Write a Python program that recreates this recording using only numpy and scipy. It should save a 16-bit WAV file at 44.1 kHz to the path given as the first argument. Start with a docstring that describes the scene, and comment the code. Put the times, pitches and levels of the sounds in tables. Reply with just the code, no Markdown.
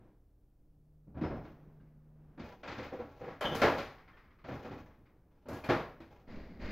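"""A refrigerator across a home kitchen: its hum swells, the door is tugged open and the fan winds down.
Tugs and set-down jars knock the plastic door shelves: noise shaped by the door, panel modes, a note per container.
Bottles clink, a tub bumps, containers scrape and jostle; last, filtered noise follows the door swinging shut.
The microphone is far off, so knocks come mostly as room sound; clothes and still air are shaped noise."""
import sys
import numpy as np
from scipy import signal
from scipy.fft import rfft, irfft, next_fast_len
from scipy.io import wavfile
from scipy.ndimage import uniform_filter1d

SR = 44100
rng = np.random.default_rng(int(sys.argv[2]) if len(sys.argv) > 2 else 0)


def to_wav(sig):
    """Store sig (one row per channel, or 1-D mono) as 16-bit WAV at the path in sys.argv[1].

    Samples outside -1..1 are clipped; the rate is SR.
    """
    pcm = np.clip(np.atleast_2d(sig), -1, 1) * 32767
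    pcm = np.round(pcm).astype(np.int16)
    wavfile.write(sys.argv[1], SR, pcm.T)  # frames by channels


N = 296087
TIME = np.arange(N) / SR
RING = np.arange(32768) / SR  # time axis of one event [s]


def amp(db):
    """Decibels to amplitude."""
    return 10 ** (np.asarray(db) / 20)


def evened(x):
    """Scales to rms 1."""
    return x / np.sqrt(np.mean(x ** 2) + 1e-20)


def read(points, hz):
    """Reads the first two columns of a table on a log-frequency axis."""
    f, value = np.transpose(points)
    return np.interp(np.log(hz + 1), np.log(np.abs(f) + 1), value)


def bins(x):
    """Frequencies of the spectrum of x [Hz]."""
    return np.fft.rfftfreq(len(x), 1 / SR)


def coloured(x, spectrum):
    """Gives x a spectrum and rms 1."""
    return evened(np.fft.irfft(rfft(x) * amp(read(spectrum, bins(x))), len(x)))


def burst():
    """White noise as long as one event."""
    return rng.standard_normal(len(RING))


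def noise(spectrum):
    """Steady shaped noise for the whole scene."""
    return coloured(rng.standard_normal(next_fast_len(N)), spectrum)[:N]


def add(mix, start_s, sound):
    """Adds an event to the mix in place."""
    part = mix[max(round(start_s * SR), 0):][:len(sound)]
    part += sound[:len(part)]


def swell(rise_s):
    """Reflections pile up over the first milliseconds."""
    return 1 - np.exp(-RING / rise_s)


def held(on_s, off_s, rise_s, fall_db_per_s):
    """Gain that rises from on_s and fades from off_s."""
    rising = 1 - np.exp(-np.maximum(TIME - on_s, 0) / rise_s)
    return rising * amp(-fall_db_per_s * np.maximum(TIME - off_s, 0))


# kitchen reverberation: (frequency [Hz], t60 [s])
ROOM = [(60, 1), (150, 0.3), (400, 0.48), (1500, 0.47), (4000, 0.41), (8000, 0.4), (15000, 0.65)]


def dying(x):
    """Each band of a burst dies away at the pace of the kitchen."""
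    hz, t, z = signal.stft(x, SR, nperseg=512)
    decay = amp(-60 * t / read(ROOM, hz)[:, None])
    return signal.istft(z * decay, SR, nperseg=512)[1][:len(x)]


def stroke(length_s, rise_s, sag_db_per_s=10):
    """Swells, eases off while the rubbing lasts, then dies in the room."""
    sag_db = sag_db_per_s * (length_s / 2 - np.minimum(RING, length_s))
    room_db = -60 * np.maximum(RING - length_s, 0) / read(ROOM, 1500)
    return swell(rise_s) * amp(sag_db + room_db)


def ring(modes, blur, shade=None):
    """Decaying modes; echoes blur each one with a slowly wandering part."""
    out, knots = np.zeros(len(RING)), RING[::700]
    for hz, db, t60_s in modes:
        phase = rng.random()
        wander = rng.standard_normal(len(knots))
        shade_db = read(shade, hz) if shade else 0
        size = amp(db + shade_db - 60 * knots / t60_s) * (1 + blur * wander)
        wave = np.sin((2 * np.pi * (hz * RING + phase)).astype(np.float32))
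        out += np.interp(RING, knots, size) * wave
    return out * np.sqrt(2)


# blows on door and shelves: (time [s], level [dB], thump [dB], contact hardness [dB],
#   note of the jar, lid or panel hit [Hz], note against blow [dB])
KNOCKS = [(1.069, -62.5, 19.5, -15.5, 315, 1), (1.143, -48, 10, -12, 288, -12.5),
          (1.168, -44.5, 8.5, -7, 73.2, 3.5), (1.211, -39.5, 12.5, -0.5, 309.3, 6),
          (1.234, -34.5, 1, -6, 380, -6.5), (1.3, -37, 5.5, -11.5, 49.4, -8),
          (1.345, -46.5, 8, -7, 267, -13), (1.445, -52, -5, 1, 312, -1), (1.797, -68, 15.5, -2, 1580, -8),
          (2.375, -49.5, 2, -1.5, 279, -1), (2.394, -51, 12.5, 11, 240.3, 3),
          (2.631, -43.5, -5, 5.5, 550, -12), (2.675, -43, -1, 10.5, 1690, -7),
          (2.715, -47.5, 4, 11, 291, -1.5), (2.78, -45.5, 3.5, 10, 222, -4),
          (2.826, -48, -16, 8, 1660, -16), (3.408, -30.5, -14, 2.5, 587.4, -5),
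          (3.438, -33.5, 2.5, 2, 947, -6.5), (3.49, -45.5, 14, -15, 578, 1.5),
          (3.547, -41, 4, 11.5, 462, 0), (3.593, -41.5, -10, 9, 2450, -9), (3.616, -24, -3.5, 8.5, 575, -3),
          (3.631, -19.5, -6, -2.5, 357, -10.5), (3.642, -30.5, -6, -3, 446.5, 1),
          (3.781, -39, 1.5, 11.5, 556, -0.5), (4.132, -63, -4, -1, 1785, 1), (4.441, -48, 1, 4, 650, -15),
          (4.481, -39.5, 1, -2, 718, -10), (4.508, -42.5, 6.5, -1, 124, -1),
          (4.645, -44.5, 3.5, 1, 261, -11), (4.708, -46, 11.5, 1, 273.6, 1.5),
          (5.456, -50.5, 5, -4, 240, -10), (5.483, -41, 3.5, -2, 563, -5.5),
          (5.51, -40.5, 2.5, -4.5, 353.6, -5.5), (5.638, -40, -5, 5, 2410, -9),
          (5.688, -29, 1.5, 4.5, 277.4, -4), (5.696, -24, -4, 0.5, 350.7, -5.5),
          (6.002, -55.5, 9, 8, 329, 7), (6.276, -58, 4, 1, 205, 2)]
# hollow tub bumping along a shelf: (time [s], level [dB])
BUMPS = [(2.785, -43), (2.921, -37), (2.99, -36.5), (3.208, -40), (3.263, -38.5)]
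BUMP_DB, BUMP_THUMP_DB, BUMP_HARD_DB = -5, 2.5, -4  # shelf knock per bump; BUMP_DB is against the bump
RISE_S, RISE_DB_PER_HARD_DB = 0.0039, -0.5  # build-up at hardness 0; harder is faster
ROCK_DELAY_S, ROCK_DB, ROCK_RISE_S = 0.088, -19.5, 0.022  # ROCK_DB is against the blow


def blows():
    """Rows (s, dB, thump dB, hardness dB, rise s): knocks, tub bumps, one rock back before each pause."""
    first = [row[:4] for row in KNOCKS]
    first += [(s, db + BUMP_DB, BUMP_THUMP_DB, BUMP_HARD_DB) for s, db in BUMPS]
    pauses = np.diff([row[0] for row in KNOCKS], append=TIME[-1])
    rocking = [(s + ROCK_DELAY_S, db + ROCK_DB, thump, hard, ROCK_RISE_S)
               for (s, db, thump, hard), pause in zip(first, pauses) if pause > ROCK_DELAY_S]
    struck_once = [(s, db, thump, hard, RISE_S * amp(RISE_DB_PER_HARD_DB * hard))
                   for s, db, thump, hard in first]
    return struck_once + rocking


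# loaded door when struck: (frequency [Hz], density [dB per Hz])
DOOR = [(18, -34), (35, -9), (80, -7.5), (240, 0.5), (350, -0.5), (570, -1.5), (720, -2.5), (1000, -6.5),
        (2300, -15.5), (2850, -22), (4500, -29), (6700, -40.5), (8200, -54.5), (15000, -59)]
# ringing panels and bins: (frequency [Hz], level [dB], t60 [s])
DOOR_MODES = [(79.43, -16.5, 0.75), (114, -14, 0.45), (159, -17, 0.6), (225.4, -14.5, 0.41),
              (280.1, -13.5, 0.51), (357, -20, 0.14), (476, -28.5, 0.22), (497, -17, .4),
              (577, -13.5, 0.36), (632, -13.5, 0.41), (763, -21.5, 0.62), (823, -18, 0.13),
              (849, -30, 0.26), (979, -14, 0.13), (1104, -25.5, 0.67), (1364, -15.5, 0.27),
              (1652, -21, 0.45), (2130, -30.5, 0.21), (2493, -25.5, 0.28)]
# clatter and tick: (frequency [Hz], level at hardness 0 [dB], slope [dB per dB of hardness])
HARD_SHADE = [(615, -0.5, 0), (2000, 1, 0.78), (5000, 1, 1.18), (8000, -2.5, 1.21), (12000, -1, 0)]
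THUMP_HZ = 218


def knocks(dense_db=-2.5, modes_db=-3.0, early_db=2, early_s=0.0015, grain=0.1, blur=0.21):
    """Every blow rings the door: a thicket of shelf resonances and echoes, a few panel modes standing out."""
    out, hz = np.zeros(N), bins(RING)
    body = evened(amp(read(DOOR, hz)))
    for s, db, thump_db, hard_db, rise_s in blows():
        shade = [(THUMP_HZ, thump_db)]
        shade += [(f, level + slope * hard_db) for f, level, slope in HARD_SHADE]
        # first reflections arrive as uneven clicks, later ones merge smoothly
        steps = np.repeat(rng.standard_normal(512), len(RING) // 512)
        uneven = np.exp(grain * np.exp(-RING / 0.016) * steps)
        dense = dying(irfft(rfft(burst() * uneven) * body * amp(read(shade, hz))))
        blow = amp(dense_db) * dense + amp(modes_db) * ring(DOOR_MODES, blur, shade)
        add(out, s, amp(db + early_db * np.exp(-RING / early_s)) * swell(rise_s) * blow)
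    return out


NOTE_T60_S, NOTE_REF_HZ, NOTE_DAMPING = 0.27, 400, 0.28  # t60 at NOTE_REF_HZ; power by which it falls with pitch
OVERTONE_RATIO, OVERTONE_DB = 1.8, -13  # against the note


def containers(rise_s=0.003, blur=0.1):
    """Each knock adds a note of its own and one overtone; higher partials die sooner."""
    out = np.zeros(N)
    for s, db, _, _, hz, note_db in KNOCKS:
        level_db = db + note_db
        partials = [(hz, level_db), (hz * OVERTONE_RATIO, level_db + OVERTONE_DB)]
        modes = [(f, level, NOTE_T60_S * (NOTE_REF_HZ / f) ** NOTE_DAMPING) for f, level in partials]
        add(out, s, swell(rise_s) * ring(modes, blur))
    return out


def struck(hits, modes, rise_s, blur):
    """One object ringing with the same modes at each hit."""
    out = np.zeros(N)
    for s, db in hits:
        add(out, s, amp(db) * swell(rise_s) * ring(modes, blur))
    return out


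# glass bottles touching: (time [s], level [dB])
CLINKS = [(3.41, -42.5), (3.449, -32), (3.516, -40)]
# glass modes: (frequency [Hz], level [dB], t60 [s])
GLASS = [(3140, -3, 0.16), (3040, -25, 0.27), (2960, -7, 0.31), (3500, -18.5, 0.23), (3550, -14, 0.16),
         (3410, -16, 0.24), (6260, -33, 0.51), (1633, -8.5, 0.1), (1324, -9, 0.19)]


def clinks():
    """Touching bottles ring in high glass modes."""
    return struck(CLINKS, GLASS, rise_s=0.006, blur=0.22)


# tub modes: (frequency [Hz], level [dB], t60 [s])
TUB = [(483.4, 3, 0.15), (522, -3.5, 0.2), (375, -3.5, 0.11), (789, -7, 0.21), (1040, -23, 0.21)]


def tub():
    """A hollow tub rings in short low modes at each bump."""
    return struck(BUMPS, TUB, rise_s=0.019, blur=0.37)


# snaps of hard plastic: (time [s], level [dB])
SNAPS = [(3.409, -57), (3.55, -52), (3.617, -54), (3.78, -65), (5.485, -63), (5.531, -65), (5.643, -64.5),
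         (5.696, -61.5), (6.002, -81.5)]
# snap spectrum: (frequency [Hz], density [dB per Hz])
SNAP = [(2500, -25), (4300, 5), (7000, 0.5), (8500, -9), (10500, -3), (12500, -1.5), (16000, -9)]


def snaps(early_db=2.5, early_s=0.012, rise_s=0.0005):
    """Plastic edges click: a sharp front and a bright room tail."""
    out = np.zeros(N)
    for s, db in SNAPS:
        tail = dying(coloured(burst(), SNAP))
        add(out, s, amp(db + early_db * np.exp(-RING / early_s)) * swell(rise_s) * tail)
    return out


# seal peeling off, containers dragged along plastic: (start [s], length [s], level [dB])
SCRAPES = [(1.34, 0.17, -63), (2.435, 0.068, -53), (2.657, 0.31, -52.5), (3.07, 0.3, -58.5),
           (3.418, 0.34, -42), (4.015, 0.18, -76), (4.469, 0.33, -53.5), (5.307, 0.19, -73.5),
           (5.488, 0.32, -54), (6.103, 0.024, -57.5)]
# rubbing spectrum: (frequency [Hz], density [dB per Hz])
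RUB = [(100, -8), (500, 2), (1200, -3.5), (2300, -9), (3000, -12), (6500, -23), (8200, -42.5),
       (15000, -27.5)]
# squeak of the peeling rubber seal: (start [s], length [s], centre [Hz], width [Hz], level [dB])
SQUEAK = (1.228, .04, 5170, 200, -71.5)


def friction(slips_per_s=45, slip_db=2, slip_decay_s=0.03, modes_db=-4):
    """Containers stick and slip on the shelves and stir the door's panels; the seal squeaks once, thinly."""
    out, hz = np.zeros(N), bins(RING)
    panels = 1 + amp(modes_db) * sum(4 / (1 + ((hz - mode[0]) / 9) ** 2) for mode in DOOR_MODES)
    r = np.exp(-1 / (slip_decay_s * SR))
    for s, length_s, db in SCRAPES:
        slips = signal.lfilter([1], [1, -r], rng.random(len(RING)) < slips_per_s / SR)
        rubbing = irfft(rfft((1 + amp(slip_db) * slips) * burst()) * panels)
        add(out, s, amp(db) * stroke(length_s, rise_s=0.0038) * coloured(rubbing, RUB))
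    s, length_s, centre_hz, width_hz, db = SQUEAK
    resonance = 1 / (1 + (2 * (hz - centre_hz) / width_hz) ** 2)
    squeak = evened(irfft(rfft(burst()) * resonance))
    add(out, s, amp(db) * stroke(length_s, rise_s=0.0032) * squeak)
    return out


# neighbouring containers jostled by the hand: (start [s], length [s], level [dB])
JOSTLES = [(1.8, 0.11, -84), (2.64, 0.17, -53.5), (3.238, 0.074, -56), (3.93, .24, -60),
           (4.229, 0.2, -67.5), (4.819, .25, -70.5)]
# jostle spectrum: (frequency [Hz], density [dB per Hz])
JOSTLE = [(300, -14.5), (750, -7.5), (1150, 1.5), (1500, -2.5), (2150, -1.5), (2800, -13), (5000, -22),
          (8000, -45.5), (15000, -52)]


def jostles(count=3, rise_s=0.0019):
    """Light touches, one at a chance moment in each equal part of a jostle."""
    out = np.zeros(N)
    for start_s, length_s, db in JOSTLES:
        for k, when in enumerate(rng.random(count)):
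            touch = swell(rise_s) * dying(coloured(burst(), JOSTLE))
            add(out, start_s + length_s * (k + when) / count, amp(db) * touch)
    return out


# pulls that swing the door shut: (start [s], length [s], effort [dB])
PULLS = [(6.265, 0.1, -5.5), (6.587, .15, 1.5)]
# spectra of pushed air, hinge shudder, rattling contents: (frequency [Hz], density [dB per Hz])
PUSH = [(15, -3), (38, -20), (60, -6), (110, -20), (300, -75)]
SHUDDER = [(70, -34), (150, 0.5), (220, 5.5), (320, -4.5), (600, -8), (1200, -24.5), (3000, -78)]
RATTLE = [(400, -23), (800, 0), (1300, 0.5), (2100, 4.5), (3300, -10), (4700, -7.5), (5700, -20),
          (6800, -23), (8500, -47), (15000, -34)]
PULL_RISE_S, COAST_DB_PER_S = 0.032, 43  # picks up speed, then coasts


def swing(push_db=-41, shudder_db=-45, rattle_db=-52,  # levels at speed 1
          push_power=1.05, shudder_power=0.73, rattle_power=1.25, grain=0.13):
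    """The moving door pushes air, shudders on its hinge and rattles its contents, each by a power of speed."""
    pulls = [amp(db) * held(s, s + length_s, PULL_RISE_S, COAST_DB_PER_S) for s, length_s, db in PULLS]
    speed = np.max(pulls, axis=0)
    knots = TIME[::150]
    jolts = np.exp(grain * np.interp(TIME, knots, rng.standard_normal(len(knots))))
    push = amp(push_db) * speed ** push_power * noise(PUSH)
    shudder = amp(shudder_db) * speed ** shudder_power * noise(SHUDDER)
    rattle = amp(rattle_db) * speed ** rattle_power * evened(noise(RATTLE) * jolts)
    return push + shudder + rattle


def tone(hz, gain, waver=0.044):
    """A sine whose level wavers slowly."""
    knots = TIME[::5000]
    drift = np.interp(TIME, knots, rng.standard_normal(len(knots)))
    cycles = np.cumsum(hz * np.ones(N)) / SR + rng.random()
    return np.sqrt(2) * gain * (1 + waver * drift) * np.sin(2 * np.pi * cycles)


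HUM_HZ, HUM_DB, HUM_IDLE_DB = 151.7, -60.5, -84  # HUM_DB adds to idle
HUM_ON_S, HUM_OFF_S, HUM_RISE_S, HUM_STOP_DB_PER_S = 0.6, 2.3, 0.49, 140


def hum():
    """The refrigerator's hum swells once switched on and stops quickly, over a faint idle tone."""
    running = amp(HUM_DB) * held(HUM_ON_S, HUM_OFF_S, HUM_RISE_S, HUM_STOP_DB_PER_S)
    return tone(HUM_HZ, amp(HUM_IDLE_DB) + running)


OPEN_S, OPENING_S, FAN_STOP_S = 1.45, 0.4, 3.2
FAN_HZ, FAN_SAG_HZ_PER_S, FAN_STOP_DB_PER_S = 290, 88, 126
FAN_SHUT_DB, FAN_OPEN_DB = -82.5, -71.5


def fan():
    """Muffled until the door opens, then cut off: its pitch runs down and it fades out."""
    since_open_s = np.maximum(TIME - OPEN_S, 0)
    fan_hz = np.maximum(FAN_HZ - FAN_SAG_HZ_PER_S * since_open_s, 0)
    door_db = np.interp(since_open_s, [0, OPENING_S], [FAN_SHUT_DB, FAN_OPEN_DB])
    stop_db = -FAN_STOP_DB_PER_S * np.maximum(TIME - FAN_STOP_S, 0)
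    return tone(fan_hz, amp(door_db + stop_db))


# steady motor tones: (frequency [Hz], level [dB])
DRONE = [(41.5, -70), (79, -75.5), (119, -79)]


def drone():
    """Low motor tones sound throughout."""
    return sum(tone(hz, amp(db)) for hz, db in DRONE)


# movements of feet and clothes: (peak time [s], level [dB], half width [s])
MOVES = [(.04, -62, 0.11), (1.6, -61.5, 0.25), (2.4, -64, 0.31), (3.85, -64.5, 0.49), (4.9, -65.5, 0.41),
         (6.1, -69, 0.34), (6.7, -61, 0.44)]
# rustle spectrum: (frequency [Hz], density [dB per Hz])
CLOTH = [(40, -7.5), (120, 7.5), (300, 1.5), (700, -8.5), (1500, -18), (3000, -32), (6000, -46),
         (15000, -61)]
STIR_DB = -80  # between movements


def shuffle():
    """Feet and clothes rustle softly, a swell and a fade per movement."""
    motion = sum(amp(db) / np.cosh(1.57 * (TIME - s) / width_s) for s, db, width_s in MOVES)
    return np.hypot(amp(STIR_DB), motion) * noise(CLOTH)


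# still kitchen air: (frequency [Hz], density [dB per Hz])
AIR = [(12, -10.5), (22, -3), (32, -11), (59, -9), (129, -24), (200, -25), (320, -25), (746, -39),
       (1160, -53.5), (2680, -57.5), (7730, -60.5), (15500, -56)]
AIR_DB = -66.5


def air():
    """Steady low-heavy noise of the still kitchen."""
    return amp(AIR_DB) * noise(AIR)


# stereo balance: (frequency [Hz], left minus right [dB])
BALANCE_DB = [(400, 0), (1290, .5), (2380, 1.6), (3300, 4), (4600, 9), (6500, 8), (8500, -.5), (15000, -.3)]


def scene():
    """All sources lie in one direction; the right channel is duller in the presence range."""
    items = knocks() + containers() + clinks() + tub() + snaps() + friction() + jostles()
    mono = items + swing() + hum() + fan() + drone() + shuffle() + air()
    padded = np.pad(mono, (0, next_fast_len(N + 4096) - N))
    ratio = amp(read(BALANCE_DB, bins(padded)))
    gains = np.array([2 * ratio, 2 + 0 * ratio]) / (1 + ratio)
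    return np.fft.irfft(rfft(padded) * gains, len(padded))[:, :N]


# microphone hiss: (frequency [Hz], density [dB per Hz])
HISS = [(3000, -9), (6000, 0.5), (8500, -30), (12500, 0), (16000, 4.5)]
EDGE_HZ = 15800


def record(dry, hiss_db=-82, open_db=-54, depth_db=17, slope=0.49, hold_s=0.09):
    """A noise suppressor ducks the microphone hiss when the sound is quiet; then the band limit."""
    band = signal.butter(2, [500, 6000], "band", fs=SR, output="sos")
    mids = signal.sosfilt(band, dry.mean(0))
    level_db = 10 * np.log10(np.abs(uniform_filter1d(mids ** 2, size=600)) + 1e-12)
    shut_db = np.clip(slope * (level_db - open_db), -depth_db, 0)
    r = np.exp(-1 / (hold_s * SR))
    gate = signal.lfilter([1 - r], [1, -r], amp(shut_db))
    wet = dry + amp(hiss_db) * gate * noise(HISS)
    lowpass = signal.firwin(511, EDGE_HZ, window=("kaiser", 9), fs=SR)
    return signal.oaconvolve(wet, lowpass[None], "same")


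dry = scene()
out = record(dry)
to_wav(out)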